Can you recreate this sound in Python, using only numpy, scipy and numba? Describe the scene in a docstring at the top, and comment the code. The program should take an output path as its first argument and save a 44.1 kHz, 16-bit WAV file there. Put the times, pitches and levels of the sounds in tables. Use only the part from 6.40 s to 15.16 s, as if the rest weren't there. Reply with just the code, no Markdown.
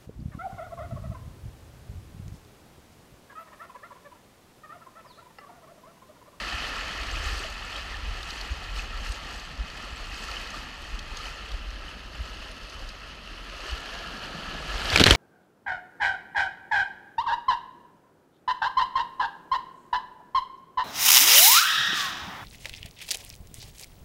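"""A ride down a plastic water slide, heard from a camera held just above the running water.
From the top, bubbles ring in the curved flume over a low roar, and air buffets the microphone.
On the way down the rider thumps over joints, surges throw spray and drops at the camera, and big
bubbles plop. Then the run-out roars closer, until its wave breaks over the microphone
in sizzling foam, hard slaps and deep booms."""
import sys
import numpy as np
from scipy import signal
from scipy.fft import rfft, irfft
from scipy.io import wavfile
from scipy.ndimage import uniform_filter1d
from numba import njit

SR = 44100
rng = np.random.default_rng(int(sys.argv[2]) if len(sys.argv) > 2 else 0)


def wav_out(sig):
    """Save sig, one row per channel (or a flat mono array), as 16-bit PCM at SR to the path in sys.argv[1]."""
    wavfile.write(sys.argv[1], SR, np.round(np.clip(np.atleast_2d(sig).T, -1, 1) * 32767).astype(np.int16))


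N = 386316
TIME = np.arange(N) / SR

# the stream's fader, loud at the top, thin lower down, swelling at the run-out: (time [s], level [dB])
STREAM_LEVEL = [(0, -34), (.52, -35), (1.15, -41.5), (2.9, -42), (3.15, -45), (3.6, -42.5), (4.6, -44),
                (5.1, -43), (5.65, -47.5), (6.1, -47), (6.85, -45.5), (7.5, -40), (8.2, -40), (8.44, -35),
                (8.52, -28.5)]
# EQ of the upper bends, the lower bend and the run-out: (frequency [Hz], gain [dB])
UPPER_EQ = [(200, -8), (400, -4.5), (600, -2.5), (850, -2), (980, -7), (1200, -3.5), (1500, -11.5),
            (1750, -4.5), (2280, -10.5), (2800, -5.5), (3600, -10.5), (4800, -10), (8800, -27),
            (15000, -35)]
LOWER_EQ = [(200, -5), (390, -2), (600, 0), (850, -4.5), (1250, -6), (1500, -8), (1800, -3), (2320, -9),
            (2750, -4), (3700, -9.5), (5000, -9), (7400, -24.5), (11000, -28), (15000, -34)]
RUNOUT_EQ = [(200, -15), (370, -7.5), (700, -5.5), (970, -7.5), (1300, -2.5), (1500, -6), (1700, -3.5),
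             (2200, -8), (2900, -4), (3600, -8), (4600, -7), (6500, -16.5), (8500, -26), (15000, -31.5)]
# the hollow between water, wall and camera in each stretch: (centre [Hz], width [Hz], strength [dB])
UPPER_RESONANCES = [(1340, 124, 4.5), (1823, 630, -1), (2550, 123, 5), (3017, 380, -1), (7750, 440, -14)]
LOWER_RESONANCES = [(1316, 146, 6), (1680, 300, -4.5), (2610, 200, -0.5), (3000, 280, 0), (6500, 390, -8)]
RUNOUT_RESONANCES = [(607, 450, -0.5), (1330, 180, 4), (1690, 124, 6), (2910, 570, 1), (9500, 600, -9)]
# ring of the camera case: (centre [Hz], width [Hz], strength [dB])
CASE_RESONANCES = [(4350, 540, -1.5), (6460, 370, -10), (7870, 360, -16), (9400, 600, -11)]
# water piling up against a wall and throwing spray: (time [s], lift [dB], length [s], extra spray [dB])
WALL_SURGES = [(.93, 3.5, 0.29, 3.5), (1.353, 3, 0.18, 1), (1.94, 2.5, 0.3, 2), (2.38, 2, 0.076, 4),
               (2.68, 2, 0.13, 3.5), (2.953, 2, 0.14, 2.5), (3.397, 1.4, 0.28, 1.5), (3.78, 2, 0.18, 3.5),
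               (3.956, 4, 0.24, 1.5), (4.177, 1.5, 0.08, 3.5), (4.46, 1.1, 0.16, 1.5),
               (4.812, 2.5, 0.17, 3), (5.484, 3.5, 0.12, 0.5), (5.87, 3.5, 0.41, 1.5), (6.35, 2.5, 0.23, 1),
               (7.247, 3, 0.19, 1.5)]
# EQ of the air on the microphone: (frequency [Hz], gain [dB])
AIR_EQ = [(12, -29), (27, -1.5), (42, 3), (62, -3), (85, -12), (115, -21.5), (170, -39), (500, -63)]
# gusts as the camera swings through the bends and into the wave: (time [s], lift [dB], length [s])
AIR_GUSTS = [(0.79, 12.5, 0.38), (1.643, 8.5, 0.26), (2.295, 8.5, 0.35), (2.626, 6, 0.27), (3.7, 5.5, .4),
             (4.647, 6.5, 0.37), (5.3, 5, 0.52), (5.9, 6, .14), (6.418, 8, .15), (8.38, 8.5, 0.46),
             (8.704, 18, 0.13)]
# fader of the run-out's deep roar: (time [s], level [dB])
ROAR_LEVEL = [(0, -50.5), (1.2, -54.5), (4, -53), (7.2, -55.5), (7.85, -48), (8.05, -42), (8.3, -48),
              (8.5, -47.5), (8.76, -40)]
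# EQ of the fine droplets: (frequency [Hz], gain [dB])
DROPLET_EQ = [(1500, -33), (3500, -13), (5200, -5), (6500, 3), (7900, -0.5), (9000, -12), (12000, -9),
              (15000, -13)]
# thumps over the flume's joints: (time [s], level [dB], pitch [Hz])
JOINT_THUMPS = [(.148, -29, 59.4), (0.779, -32, 51.3), (.87, -25, 55), (1.695, -26, 37.6),
                (2.121, -23, 57.6), (2.702, -25, 49.3), (3.21, -23, 48), (3.53, -28.5, 54.7),
                (4.545, -22.5, 39.7), (5.147, -22.5, 43.2), (5.811, -23.5, 56), (7.331, -23.5, 54),
                (8.356, -23.5, 48.3)]
# drops hitting the camera: (time [s], relative level [dB], ring [Hz])
DROP_HITS = [(.713, -29, 6400), (0.858, -31, 7800), (.979, -28, 4520), (1.363, -29, 3800),
             (1.829, -25.5, 4100), (1.904, -26.5, 4150), (2.011, -23.5, 4470), (2.239, -31, 4400),
             (2.668, -31, 5450), (2.719, -29, 8140), (2.996, -32, 6350), (3.05, -39, 8000),
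             (3.3, -31, 4500), (4.071, -30.5, 4400), (4.104, -30, 6300), (4.591, -25, 3290),
             (4.77, -24.5, 6480), (5.116, -30, 3300), (5.304, -34, 5800), (5.488, -42, 7900),
             (5.752, -42, 7850), (6.115, -36, 9500), (6.297, -33, 6300), (6.489, -30, 5070),
             (7.31, -30, 4450), (8.455, -19, 4500), (8.501, -15.5, 4600)]
# EQ of a drop's splat: (frequency [Hz], gain [dB])
SPLAT_EQ = [(1200, -33), (2700, -1), (4500, 7.5), (8000, -11), (12000, -20), (15500, -17)]
# single large bubbles: (time [s], relative level [dB], starting pitch [Hz])
BUBBLE_PLOPS = [(.872, -27, 1230), (1.0, -34.5, 380), (1.046, -29.5, 633), (1.358, -26, 3150),
                (1.542, -26, 1770), (2.393, -23, 2550), (2.53, -32, 1310), (3.886, -27, 1290),
                (3.967, -23, 2920), (4.141, -29.5, 1180), (4.798, -29.5, 1220), (4.855, -28.5, 2990),
                (4.863, -36, 890), (5.419, -31.5, 1270), (5.482, -33, 2990), (5.749, -34, 2900),
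                (6.874, -33, 2730), (7.135, -35, 587), (7.253, -34.5, 390), (7.296, -27, 2870)]
# EQ of the breaking wave: (frequency [Hz], gain [dB])
WAVE_EQ = [(40, -7), (100, 15.5), (210, -1.5), (340, 1), (560, 1), (1200, -1.5), (1700, 3.5), (2400, 0.5),
           (3200, 1), (4500, -2.5), (5800, -8), (7500, -14), (13000, -25), (15500, -30)]
# lumps of water: (time [s], relative crack level [dB], ring [Hz], decay [s], relative thud level [dB])
WAVE_SLAPS = [(8.533, -28, 3150, 0.0034, -34), (8.559, -5.5, 2360, .0022, -17),
              (8.574, -13, 4340, 0.0024, -30), (8.585, -16, 2960, 0.0016, -15),
              (8.5969, -7.5, 4660, 0.0014, -27), (8.6, -11.5, 2920, 0.0032, -16),
              (8.605, -13.5, 4280, 0.0023, -18), (8.612, -18, 3500, 0.003, -8.5),
              (8.6148, -16, 1720, 0.0019, -8), (8.6384, 0.5, 4020, 0.0018, -22),
              (8.6505, -29, 4500, 0.0018, -39), (8.6584, -13, 2040, 0.0026, -13),
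              (8.664, -4, 1810, 0.002, -19), (8.67, -13.5, 3200, 0.0032, -26),
              (8.68, -25, 3580, 0.0047, -12), (8.7077, -5, 3160, 0.003, -11.5),
              (8.749, -17, 2240, 0.0036, -32)]
# heavy masses of the wave: (time [s], boom level [dB], pitch [Hz], foam level [dB], foam length [s])
WAVE_MASSES = [(8.544, -25, 70.4, -29.5, 0.066), (8.615, -18.5, 89, -22.5, 0.017),
               (8.639, -25, 85, -45, .01), (8.68, -15.5, 96, -22.5, 0.033),
               (8.716, -12.5, 72, -21.5, 0.041)]

LOWER_BEND_S, RUNOUT_S = (4.6, 5.6), (7.04, 7.6)  # crossfades into each stretch: from, to


def undb(db):
    """Decibels to gain."""
    return 10 ** (np.asarray(db) / 20)


def unit(x):
    """Scale to rms 1."""
    return x / np.sqrt(np.mean(x ** 2))


def fader(table):
    """Straight ramps between (time, level) points."""
    return np.interp(TIME, *np.transpose(table))


def swell(s, length, skew=0.18):
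    """A hump of height 1 at time s, `length` wide at half height, rising faster than it falls."""
    age = (TIME - s) / length
    leaning = age / (1 + skew * np.sign(age))
    return np.exp(-np.minimum(np.log(16) * leaning ** 2, 20))


def wobble(rate):
    """Smooth random modulation of rms 1, changing `rate` times a second."""
    size = int(SR / rate)
    steps = np.repeat(rng.standard_normal(N // size + 1), size)
    return unit(uniform_filter1d(steps, size)[:N])


def add(out, s, sound):
    """Mix a sound in from time s."""
    start = max(int(s * SR), 0)
    part = out[start:start + len(sound)]
    part += sound[:len(part)]


def band(x, lo_hz, hi_hz, order=3):
    """Band-pass."""
    return signal.sosfilt(signal.butter(order, [lo_hz, hi_hz], "band", fs=SR, output="sos"), x)


def equalise(x, points, resonances=()):
    """Minimum-phase EQ: a smooth curve with resonant peaks standing on it."""
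    size = 2048
    f = np.maximum(np.fft.rfftfreq(size, 1 / SR), 1)
    hz, db = np.transpose(points)
    curve = undb(np.interp(np.log(f), np.log(hz), db))
    peaks = 1 + sum(undb(d) / (1 + (2 * (f - centre) / width) ** 2) for centre, width, d in resonances)
    cepstrum = irfft(np.log(curve * peaks))
    cepstrum[1:size // 2] *= 2  # folded forward, so the ring follows the hit
    cepstrum[size // 2 + 1:] = 0
    return signal.fftconvolve(x, irfft(np.exp(rfft(cepstrum))))[:len(x)]


@njit
def chirps(starts, hz, cycles, gains, glide):
    """Ringing bubbles: sines with a quick attack that die away while their pitch rises."""
    out = np.zeros(N)
    for k in range(len(starts)):
        start, length, phase = int(starts[k]), cycles[k] * SR / hz[k], 0.
        for i in range(min(int(length), N - start)):
            age = i / length
            out[start + i] += gains[k] * min(age / .07, 1.) * np.exp(-5.5 * age) * np.sin(phase)
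            phase += 2 * np.pi * hz[k] * (1 + glide * age) / SR
    return out


def bubbles(rate, lo_hz, hi_hz, cycles, spread_db, glide):
    """A swarm of bubbles: many weak, a few strong, with even power per Hz."""
    when, pitch, life, luck = rng.random((int(rate * N / SR), 4)).T
    hz = lo_hz * (hi_hz / lo_hz) ** pitch
    strength = np.minimum(-np.log(1 - luck), 5.5)
    return unit(chirps(when * N, hz, cycles * (.5 + life), hz * undb(spread_db * strength), glide))


def spatter(rate, spread_db, decay_s):
    """Small splats at random moments, each a tiny burst of noise."""
    chance, luck = rng.random((2, N))
    strength = np.minimum(-np.log(1 - luck), np.pi)
    hits = (chance < rate / SR) * undb(spread_db * strength)
    t = TIME[:SR // 40]
    envelope = signal.fftconvolve(hits, t * np.exp(-t / decay_s))[:N]
    return unit(envelope * rng.standard_normal(N))


def flume(x):
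    """The hollow flume colours the water, morphing from upper bends to lower bend to run-out."""
    descended = np.interp(TIME, LOWER_BEND_S, [0, 1])
    opened = np.interp(TIME, RUNOUT_S, [0, 1])
    upper = unit(equalise(x, UPPER_EQ, UPPER_RESONANCES + CASE_RESONANCES))
    lower = unit(equalise(x, LOWER_EQ, LOWER_RESONANCES + CASE_RESONANCES))
    runout = unit(equalise(x, RUNOUT_EQ, RUNOUT_RESONANCES + CASE_RESONANCES))
    return (1 - descended) * upper + (descended - opened) * lower + opened * runout


def thrown_spray_db():
    """The extra spray that surges throw off the wall."""
    return sum(extra_db * swell(s, length) for s, _, length, extra_db in WALL_SURGES)


def stream_levels():
    """Faders in dB: surges lift the rush and the spray, and the churn follows more gently."""
    surge_db = sum(lift_db * swell(s, length) for s, lift_db, length, _ in WALL_SURGES)
    rush_db = fader(STREAM_LEVEL) + surge_db
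    spray_db = rush_db - 9.5 + thrown_spray_db()
    depth_db = np.interp(TIME, RUNOUT_S, [0, 4])  # the deeper run-out churns more
    churn_db = -49.5 + 0.74 * (rush_db + 41) + depth_db
    return churn_db, rush_db, spray_db


def running_water():
    """The bed: large bubbles churn, small ones rush and bursting spray crackles, each over a wash."""
    churn_db, rush_db, spray_db = stream_levels()
    slosh = wobble(rate=28)  # wavelets breaking, felt in every band at once
    splats = spatter(rate=130, spread_db=2, decay_s=0.0011)
    churn = rng.standard_normal(N)
    churn += undb(-10) * bubbles(700, 243.4, 1300, cycles=14.6, spread_db=1.4, glide=0.23)
    rush = rng.standard_normal(N) + undb(-13) * splats
    rush += undb(-5.5) * bubbles(3500, 870, 5170, cycles=16.2, spread_db=2, glide=0.14)
    spray = rng.standard_normal(N) + undb(-5.5) * splats
    spray += undb(-5) * bubbles(3000, 3090, 15300, cycles=17.5, spread_db=2, glide=0.05)
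    churn = unit(band(flume(churn), 218, 1026)) * undb(churn_db + 0.27 * slosh)
    rush = unit(band(flume(rush), 957, 3860, order=4)) * undb(rush_db + 0.66 * slosh)
    spray = unit(band(flume(spray), 4180, 14000, order=4)) * undb(spray_db + 0.61 * slosh)
    submerged = np.interp(TIME, [8.54, 8.6], [1, .3])  # the bed ducks under the wave
    return (churn + rush + spray) * submerged


def air_buffeting(start_db=-42, fall_db_per_s=0.56):
    """Air rumbles on the microphone: a slowly easing draught with gusts on top."""
    air = unit(equalise(rng.standard_normal(N), AIR_EQ))
    gust_db = sum(lift_db * swell(s, length) for s, lift_db, length in AIR_GUSTS)
    return air * undb(start_db - fall_db_per_s * TIME + gust_db)


def runout_roar():
    """Heavy water roars ahead in the run-out: low noise and big, deep bubbles."""
    water = rng.standard_normal(N)
    water += undb(-2) * bubbles(220, 106, 340, cycles=7.2, spread_db=2, glide=0.25)
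    return unit(band(water, 106, 294, order=2)) * undb(fader(ROAR_LEVEL))


def droplets():
    """Fine droplets tick and ping on the case, in showers wherever a surge throws spray."""
    per_s = 22 + 63 * thrown_spray_db()
    ticks = spatter(per_s, spread_db=3.2, decay_s=0.0011)
    pings = bubbles(160, 4990, 12000, cycles=70, spread_db=2.5, glide=0.02)
    pings = unit(pings * np.sqrt(per_s))  # louder as the shower thickens
    shower = unit(equalise(ticks + undb(-2) * pings, DROPLET_EQ, CASE_RESONANCES))
    return shower * undb(fader(STREAM_LEVEL) - 19.5)


def thumps(hits, knock_db=-19.5, lead_s=0.1):
    """A joint or a mass of water heaves the camera: a deep thump with a shorter knock an octave up."""
    out = np.zeros(N)
    t = TIME[:int(2 * lead_s * SR)] - lead_s
    for s, db, hz in hits:
        heave, knock = (np.cos(2 * np.pi * f * t) / np.cosh(t * f / 0.48) for f in (hz, 2 * hz))
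        add(out, s - lead_s, -undb(db) * (heave + undb(knock_db) * knock))
    return out


def drops(trim_db=-2):
    """Each drop is a tiny splat on the camera case with a short ring."""
    out, t = np.zeros(N), TIME[:SR // 30]
    for s, db, hz in DROP_HITS:
        noise = unit(equalise(rng.standard_normal(len(t)), SPLAT_EQ, CASE_RESONANCES))
        splat = noise * np.exp(-t / 0.003)
        ping = np.sin(2 * np.pi * hz * t) * np.exp(-t / 0.0029)
        tick = (splat + .8 * ping) * (1 - np.exp(-t / 0.00093))
        add(out, s, undb(db + trim_db) * tick / np.abs(tick).max())
    return out


def plops():
    """A pocket of air closes, rings and rises in pitch as it nears the surface."""
    s, db, hz = np.transpose(BUBBLE_PLOPS)
    cycles = 1.2 * np.sqrt(hz)  # small bubbles ring for more cycles
    return chirps(s * SR, hz, cycles, undb(db), glide=0.12)


def foam(break_s=8.44, hold_db=-35, rise_db_per_s=47):
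    """Sizzling foam builds until the wave breaks, then holds; each mass of water adds a gush."""
    sizzle = rng.standard_normal(N)
    sizzle += undb(6) * bubbles(5000, 321, 13600, cycles=7.7, spread_db=3, glide=0.11)
    sizzle += spatter(rate=260, spread_db=1, decay_s=0.00028)
    build = undb(hold_db - rise_db_per_s * np.maximum(break_s - TIME, 0))
    gushes = sum(undb(db) * swell(s, length) for s, _, _, db, length in WAVE_MASSES)
    return unit(equalise(sizzle, WAVE_EQ)) * (build + gushes)


def slaps(crack_trim_db=4.5, thud_trim_db=-0.5):
    """Lumps of water slap the camera, ring with trapped air and thud on its body."""
    out, t = np.zeros(N), TIME[:SR // 10]
    for s, crack_db, hz, decay_s, thud_db in WAVE_SLAPS:
        burst, flutter, push = rng.standard_normal((3, len(t)))
        # the air pocket is squeezed as it rings, so its pitch wanders
        pocket_hz = hz * (1 + 0.11 * unit(band(flutter, 100, 1100, order=1)))
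        pocket = np.sin(2 * np.pi * np.cumsum(pocket_hz) / SR)
        envelope = (1 - np.exp(-(t / 0.00082) ** 2)) * np.exp(-t / decay_s)
        crack = (unit(equalise(burst, WAVE_EQ)) + pocket) * envelope
        thud = unit(band(push, 170, 420, order=2)) * (1 - np.exp(-t / 0.0008)) * np.exp(-t / 0.0049)
        add(out, s, undb(crack_db + crack_trim_db) * crack + undb(thud_db + thud_trim_db) * thud)
    return out


def booms():
    """The wave's heavy masses land on the camera."""
    return thumps([row[:3] for row in WAVE_MASSES])


def scene():
    """The whole ride, in mono."""
    water = running_water() + plops() + drops() + droplets()
    low_end = air_buffeting() + runout_roar() + thumps(JOINT_THUMPS)
    wave = foam() + slaps() + booms()
    return (water + low_end + wave)[None]


def record(dry, ceiling=1.1, top_hz=15150):
    """The hardest slaps overload the microphone; a steep low-pass cuts the top."""
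    low_pass = signal.ellip(12, .2, 80, top_hz, fs=SR, output="sos")
    return signal.sosfilt(low_pass, ceiling * np.tanh(dry / ceiling))


dry = scene()
out = record(dry)
wav_out(out)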